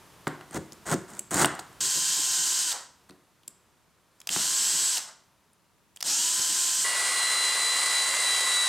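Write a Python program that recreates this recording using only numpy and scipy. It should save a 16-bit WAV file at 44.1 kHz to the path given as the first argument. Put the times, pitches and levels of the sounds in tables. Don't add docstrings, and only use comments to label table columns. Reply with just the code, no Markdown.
import sys
import numpy as np
from scipy import signal
from scipy.fft import rfft, irfft, next_fast_len
from scipy.io import wavfile
from scipy.ndimage import map_coordinates

SR = 44100
rng = np.random.default_rng(int(sys.argv[2]) if len(sys.argv) > 2 else 0)


def int16_out(signal):
    q = np.round(np.clip(np.atleast_2d(signal).T, -1, 1) * 32767)
    wavfile.write(sys.argv[1], SR, q.astype(np.int16))


def ratio(d):
    e = np.asarray(d, float) / 20
    return 10 ** e


N = 382788

# (pitch [Hz], width [Hz], level [dB])
BENCH_MODES = [(70, 21, -9), (150.3, 32, 2.5), (218, 36, 1), (295, 40, 3), (369, 59, 2), (524, 177, -7.5)]
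# (pitch [Hz], width [Hz], level [dB])
BLOCK_MODES = [(737, 230, 2), (1080, 196, 3), (1410, 333, 1.5), (2040, 370, -3.5), (3000, 1100, -15)]
# (time [s], time [s])
CUT_TIMES = (1.806, 6.845)


def unit(x):
    return x / np.sqrt(np.mean(x ** 2) + 1e-20)


def along(points, hz):
    f, v = np.transpose(points)
    return np.interp(np.log(hz + 1), np.log(f + 1), v)


def curves(rows):
    s, *cols = np.transpose(rows)
    return [np.interp(np.arange(N) / SR, s, c) for c in cols]


def between(start, end, fade=0.0012):
    t = np.arange(N) / SR
    return np.clip(np.minimum(t - start, end - t) / fade, 0, 1)


def since(s):
    return np.clip(np.arange(N) / SR - s, 0, None)


def ramp(s, length):
    return np.minimum(since(s) / length, 1)


def wobble(rate):
    knots = rng.standard_normal(int(N * rate / SR) + 4)
    return map_coordinates(knots, [np.arange(N) * rate / SR])


def filtered(x, response):
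    m = next_fast_len(N + 8192)
    return irfft(rfft(x, m) * response(np.fft.rfftfreq(m, 1 / SR)), m)[..., :N]


def shaped(x, spectrum):
    return filtered(x, lambda hz: ratio(along(spectrum, hz)))


def rung(x, modes):
    def response(f):
        return sum((-1) ** k * ratio(db) * 1j * f * w / (c * c - f * f + 1j * f * w)
                   for k, (c, w, db) in enumerate(modes))
    return filtered(x, response)


def grit(spread_db, rate):
    return rng.standard_normal(N) * ratio(spread_db * wobble(rate))


def tone(turns, share, waver_db):
    sine = np.sin(2 * np.pi * (share * turns + rng.random()))
    return np.sqrt(2) * ratio(waver_db * wobble(14)) * sine


def room(x, wet_db):
    # (frequency [Hz], time to fall by 60 dB [s])
    decay = [(100, 0.39), (1000, 0.52), (5000, 0.47), (9000, 0.37), (15000, 0.098)]
    out, step = x.copy(), SR // 3
    for i in range(0, N, step):
        part = x[i:i + step]
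        if not part.any():
            continue
        hz, t, z = signal.stft(rng.standard_normal(SR // 2), SR, nperseg=256)
        tail = signal.istft(z * ratio(-60 * t / along(decay, hz)[:, None]), SR, nperseg=256)[1]
        delayed = np.pad(tail, (200, 0)) / np.linalg.norm(tail)
        wet = signal.fftconvolve(part, delayed)[:N - i]
        out[i:i + len(wet)] += ratio(wet_db) * wet
    return out


def air(before_db, after_db):
    # (frequency [Hz], relative level [dB])
    spectrum = [(15, -50), (25, -22.5), (58, -10.5), (163, -6), (245, -10), (634, -13.5), (831, -15),
                (902, -10.5), (1010, -11.5), (2210, -19.5), (2530, -20), (10700, -26), (15200, -31.5),
                (16500, -53.5)]
    first = between(-1, CUT_TIMES[0])
    noise = unit(shaped(grit(spread_db=-1.24, rate=3.9), spectrum))
    return noise * (ratio(before_db) * first + ratio(after_db) * (1 - first))


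def stroke(start, end, db, swell_db, hiss_db):
    # (drop [dB], later fade [dB per s])
    settle = [(3, 277.5), (21, 297), (17.5, 202.5)]
    thud_builds_s, let_go_s = 0.013, 0.01
    bend = 1.65
    force_db = db - swell_db * (1 - ramp(start, end - start)) ** bend
    moving = 1 - np.exp(-np.minimum(since(start), end - start) / thud_builds_s)
    gains = []
    for share, (drop_db, fade) in zip([moving, 1, ratio(hiss_db)], settle):
        layer_db = force_db - drop_db * ramp(end, let_go_s) - fade * since(end + let_go_s)
        gains.append(share * ratio(layer_db))
    return ramp(start, .002) * np.array(gains)


def chisel():
    # (start [s], end of the push [s], level there [dB], swell until then [dB], blade hiss over the rasp [dB])
    strokes = [(0.2696, .273, -24.5, -3.5, -39), (.40, 0.435, -58.5, 4.5, -14),
               (0.508, .574, -33.5, 27, -5.5), (0.855, 0.938, -28.5, 16.5, -4.5),
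               (1.079, 1.186, -50.5, 4, -1), (1.308, 1.432, -24, 15.5, 1), (1.59, 1.595, -36, 0.5, -5)]
    # (pitch [Hz], width [Hz], level [dB])
    blade_modes = [(4000, 3300, -2.5), (6800, 680, 9), (8240, 920, 8)]
    splinters_per_s, splinter_db = 130, 23
    slips = grit(spread_db=1.5, rate=350)
    hits = rng.random(N) < splinters_per_s / SR
    splinters = ratio(splinter_db) * hits * rng.uniform(-1.8, 1.6, N)
    knocks = grit(spread_db=2.5, rate=40)
    bench_gain, block_gain, blade_gain = sum(stroke(*row) for row in strokes)
    thud = bench_gain * unit(rung(knocks, BENCH_MODES))
    rasp = block_gain * unit(rung(slips, BLOCK_MODES))
    blade = rung(slips + splinters, blade_modes)
    hiss = blade_gain * unit(rung(blade, [(6640, 14000, 0)]))
    return room(thud + rasp, wet_db=-14) + room(hiss, wet_db=-14.5)


def clicks():
    # (time [s], level [dB], pitch [Hz], block knock over the crack [dB], bench knock over it [dB])
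    snaps = [(0.27, -33, 4250, 13.5, 10), (0.2775, -27.5, 7600, -4.5, -1.5), (0.41, -39, 2750, 2, -11.5),
             (0.5092, -35.5, 8680, -9, -5.5), (0.5439, -28, 6840, -10, 0), (0.7211, -28.5, 5400, -26, -16),
             (0.73, -34.5, 7490, -13.5, -14.5), (0.8642, -30, 6400, -5, -5), (0.9413, -26, 5770, -13, -3.5),
             (1.1016, -37.5, 8240, -9, -8.5), (1.1919, -15.5, 7940, -31, -33),
             (1.3077, -23, 8630, -19, -19), (1.3151, -23, 8720, -9, -5),
             (1.3428, -11.5, 7710, -14.5, -21.5), (1.4454, -9.5, 3070, -0.5, -23.5),
             (1.4561, -11.5, 8360, -15, -17.5), (1.55, -32.5, 8110, -10.5, -18),
             (1.592, -28, 4460, -10.5, -24.5), (1.728, -44.5, 7800, -12, -16.5),
             (3.0919, -45, 7960, -6, -14), (3.096, -42, 4070, -2, -4), (3.1068, -42, 4060, -17, -2.5),
             (3.4323, -49.5, 3160, -19, -14), (3.478, -24.5, 7560, -28.5, -26.5),
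             (4.3615, -22, 3000, 0, -7), (5.5313, -50, 9100, -31, -24)]
    # (time [s], level [dB], pitch [Hz])
    switch = [(2.7173, -16, 3880), (2.7256, -16.5, 4360), (4.2019, -34, 6750), (4.2144, -36, 3150),
              (4.2718, -13.5, 5370), (4.2902, -16, 3160), (4.9714, -17, 4580), (4.9796, -16, 4390),
              (5.9612, -32, 7580), (5.9706, -33.5, 3153), (6.0053, -25, 4720), (6.0092, -24, 5370),
              (6.026, -12, 5660)]
    crack_s = .0012
    switch_knock_db = -21.5
    crack, block, bench = np.zeros((3, N))
    t = np.arange(SR // 20) / SR
    band = signal.butter(2, [2200 / (SR / 2), 12000 / (SR / 2)], "band")
    contacts = [(*row, True) for row in snaps]
    contacts += [(*row, switch_knock_db, -np.inf, False) for row in switch]
    for s, db, hz, block_db, bench_db, wood in contacts:
        i = round(s * SR)
        burst = rng.standard_normal(len(t)) * t * np.exp(-t / crack_s)
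        bright = signal.lfilter(*band, burst)
        ring = signal.lfilter(*signal.iirpeak(hz, 8 if wood else 4, SR), burst)
        sound = 0.29 * bright + (3.4 if wood else 1.4) * ring
        crack[i:i + len(t)] += ratio(db - 1.5) * sound / np.abs(sound).max()
        block[i] += ratio(db + block_db)
        bench[i] += ratio(db + bench_db)
    knocks = ratio(28) * rung(block, BLOCK_MODES) + ratio(39) * rung(bench, BENCH_MODES)
    return room(crack, wet_db=-15) + room(knocks, wet_db=-5.0)


def trigger(start, brake, free, spin_s, whine_s):
    # (time [s], loss [turns per s])
    sag = [(1.81, 3.3), (1.92, 2.4), (2.03, 6.8), (2.2, 3.6), (2.3, 4.2), (2.43, 7.8), (2.474, 10.7),
           (2.6, 0), (6.634, 0), (6.84, 1.9)]
    slow_share, fast_share, fast_over_slow = .32, .35, .38
    ease_s, ease_rate, coast_rate = .113, 3900, 950
    brake_s = .015
    slow_part = slow_share * np.exp(-since(start) / spin_s)
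    fast_part = fast_share * np.exp(-since(start) / (fast_over_slow * spin_s))
    eased = since(brake - ease_s)
    speed = free * (1 - slow_part - fast_part) - curves(sag)[0]
    speed -= ease_rate * np.minimum(eased, ease_s) ** 2 + coast_rate * since(brake)
    roar_db = -11.5 * (1 - ramp(start, .031))
    roar_db -= 16 * np.minimum(eased, ease_s)
    roar_db -= 8.5 * ramp(brake, brake_s) + 160 * since(brake + brake_s)
    whine_db = -26.5 * np.sqrt(1 - ramp(start, whine_s)) - 300 * since(brake - ease_s + .03)
    shake_db = -97 * eased
    return np.maximum(speed, 0), roar_db, whine_db, shake_db


def drill():
    # (start [s], brake [s], free speed [turns per s], spin-up [s], whine comes in over [s])
    pulls = [(1.0, 2.715, 352, .1, .05), (4.296, 4.975, 359.5, .09, .25), (6.035, 7.5, 345.5, .11, .05)]
    # (cycles per turn, relative level in first, second, third run [dB, dB, dB])
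    hum = [(1, -60, -62, -61), (3, -51, -50, -50), (4.5, -53, -52, -53), (9, -45, -47, -45),
           (14, -46, -52, -52)]
    # (cycles per turn, relative level in first, second, third run [dB, dB, dB])
    whine = [(15, -47, -49, -53), (18, -47, -46, -45), (19, -39, -42, -44), (21, -39, -34, -36),
             (22, -47, -32, -55), (23, -49, -49, -37), (24, -44, -43, -39), (33, -67, -57, -58),
             (36, -64, -57, -64), (37, -57, -63, -57), (38, -60, -65, -59)]
    # (frequency [Hz], relative level [dB])
    gears = [(240, -37), (400, -29.5), (964, -14.5), (1030, -16.5), (1160, -18.5), (1580, -11), (2290, -18),
             (3120, -6), (3580, -10), (3990, -6), (6740, -2.5), (8240, 0), (9470, -11.5), (13300, -18),
             (16000, -29.5)]
    roar_held_db, shake_held_db, coast_s = -27, -56.5, .16
    noisy, tonal = np.zeros((2, N))
    for run, pull in enumerate(pulls):
        start, brake = pull[:2]
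        speed, roar_db, whine_db, shake_db = trigger(*pull)
        turns = np.cumsum(speed * (1 + .0007 * wobble(30))) / SR
        throb = 1 + 0.22 * np.cos(2 * np.pi * turns)
        roar = unit(shaped(throb * grit(spread_db=1, rate=400), gears))
        low = np.zeros(N)
        for order, *db in hum:
            power = (speed / speed.max()) ** (order / 4)
            low += ratio(db[run]) * power * tone(turns, order, waver_db=.8)
        high = sum(ratio(db[run]) * tone(turns, order, waver_db=2) for order, *db in whine)
        shake = unit(rung(grit(spread_db=5.5, rate=33), BENCH_MODES))
        rattle = unit(rung(grit(spread_db=7, rate=60), BLOCK_MODES))
        rattle *= ramp(brake, .015) * ratio(-41 - 70 * since(brake))
        running = between(start, brake + coast_s, fade=0.0066)
        roar *= ratio(roar_held_db + roar_db + .5 * wobble(20))
        noisy += running * (roar + ratio(shake_held_db + shake_db) * shake + rattle)
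        tonal += running * (ratio(whine_db) * high + ratio(.7 * roar_db) * low)
    return room(noisy, wet_db=-9.5) + room(tonal, wet_db=-14.0)


def sander():
    # (time [s], mesh tone [Hz])
    mesh_pitch = [(6.85, 4070), (7.2, 4055), (7.33, 4035), (7.87, 4003), (8.06, 3992), (8.68, 3922)]
    # (cycles per mesh cycle, level [dB])
    side_tones = [(15 / 56, -48), (.7, -45), (.8, -48), (55 / 56, -52), (57 / 56, -44), (1.1, -49),
                  (1.2, -46), (1.257, -46), (1.7, -49), (1.8, -47), (109 / 56, -49), (110 / 56, -48),
                  (111 / 56, -49), (113 / 56, -48), (2, -45), (2.2, -49), (2.4, -49), (2.5, -57),
                  (2.7, -61), (3, -63), (3.6, -67)]
    # (frequency [Hz], relative level [dB])
    belt = [(35, -69), (60, -43), (437, -13), (540, -10), (882, -7.5), (1060, -2.5), (1780, -6.5),
            (2000, -4.5), (2580, -9), (3580, -7.5), (4030, -6), (5590, -8), (8920, -1), (10800, -14.5),
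            (14600, -27), (16000, -33)]
    # (time [s], mesh change [dB], half tone change [dB], upper tone change [dB])
    wavers = [(7.87, -5.5, 2, 0), (8.18, -6.5, -7, 10.5), (8.46, -2.5, 2.5, 5)]
    waver_s, loaded_s = 0.068, 7.37
    mesh_hz, = curves(mesh_pitch)
    t = np.arange(N) / SR
    early = np.clip(loaded_s - t, 0, 1)
    bumps = [np.outer(db, np.exp(-((t - s) / waver_s) ** 2)) for s, *db in wavers]
    mesh_db, half_db, upper_db = sum(bumps)
    turns = np.cumsum(mesh_hz * (1 + 0.000484 * wobble(20))) / SR
    roar = unit(shaped(grit(spread_db=1.0, rate=300), belt))
    roar *= ratio(-28 + 0.23 * wobble(14))
    sides = sum(ratio(db) * tone(turns, share, waver_db=2.5) for share, db in side_tones)
    mesh = ratio(-30 + mesh_db - 36 * early) * tone(turns, 1, waver_db=2)
    half = ratio(-36.5 + half_db - 22 * early) * tone(turns, .5, waver_db=1.0)
    lower = ratio(-34 - 5.5 * since(CUT_TIMES[1])) * tone(turns, 27 / 56, waver_db=1.2)
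    upper = ratio(-46 + upper_db) * tone(turns, 29 / 56, waver_db=1.2)
    return roar + mesh + half + lower + upper + sides


def squeezed(x, top):
    return x / (1 + np.abs(x / top) ** 4) ** (1 / 4)


def scene():
    # (level before the first cut [dB], level after it [dB])
    air_db = [-55.5, -66]
    # (frequency [Hz], gain [dB])
    apart = [(60, -9.5), (200, -18), (700, -21), (1300, -23.5), (2400, -19.5), (4400, -22), (7000, -15),
             (9000, -21.5), (15000, -41.5)]
    # (frequency [Hz], change of that difference [dB])
    drill_side_change = [(200, 4.5), (900, -3.5), (1400, -22), (3200, -22), (4200, -2)]
    first = between(-1, CUT_TIMES[0], fade=.0005)
    last = between(CUT_TIMES[1], 99)
    drilling = (1 - first) * (1 - last)
    contacts = clicks()
    mid = first * (chisel() + contacts) + last * sander()
    mid += drilling * squeezed(drill() + contacts, top=0.15)
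    scatter = np.exp(2j * np.pi * 0.45 * wobble(12))
    diffuse = sum(room(part * mid, wet_db=-10) - part * mid for part in (first, 1 - first))
    side = filtered(ratio(-1) * mid, lambda hz: np.resize(scatter, len(hz))) + diffuse
    side = (1 - drilling) * side + drilling * shaped(side, drill_side_change)
    side = shaped(side + air(-49.5, -57.5), apart)
    side += last * ratio(-68.5) * unit(rung(rng.standard_normal(N), [(110, 110, 0)]))
    mid += air(*air_db)
    return np.array([mid + side, mid - side])


def low_pass(x):
    return signal.sosfilt(signal.butter(12, 16790, fs=SR, output="sos"), x)


def record(dry):
    top_hz = 15900
    limited = filtered(dry, lambda hz: hz < top_hz)
    return low_pass(limited)


dry = scene()
out = record(dry)
int16_out(out)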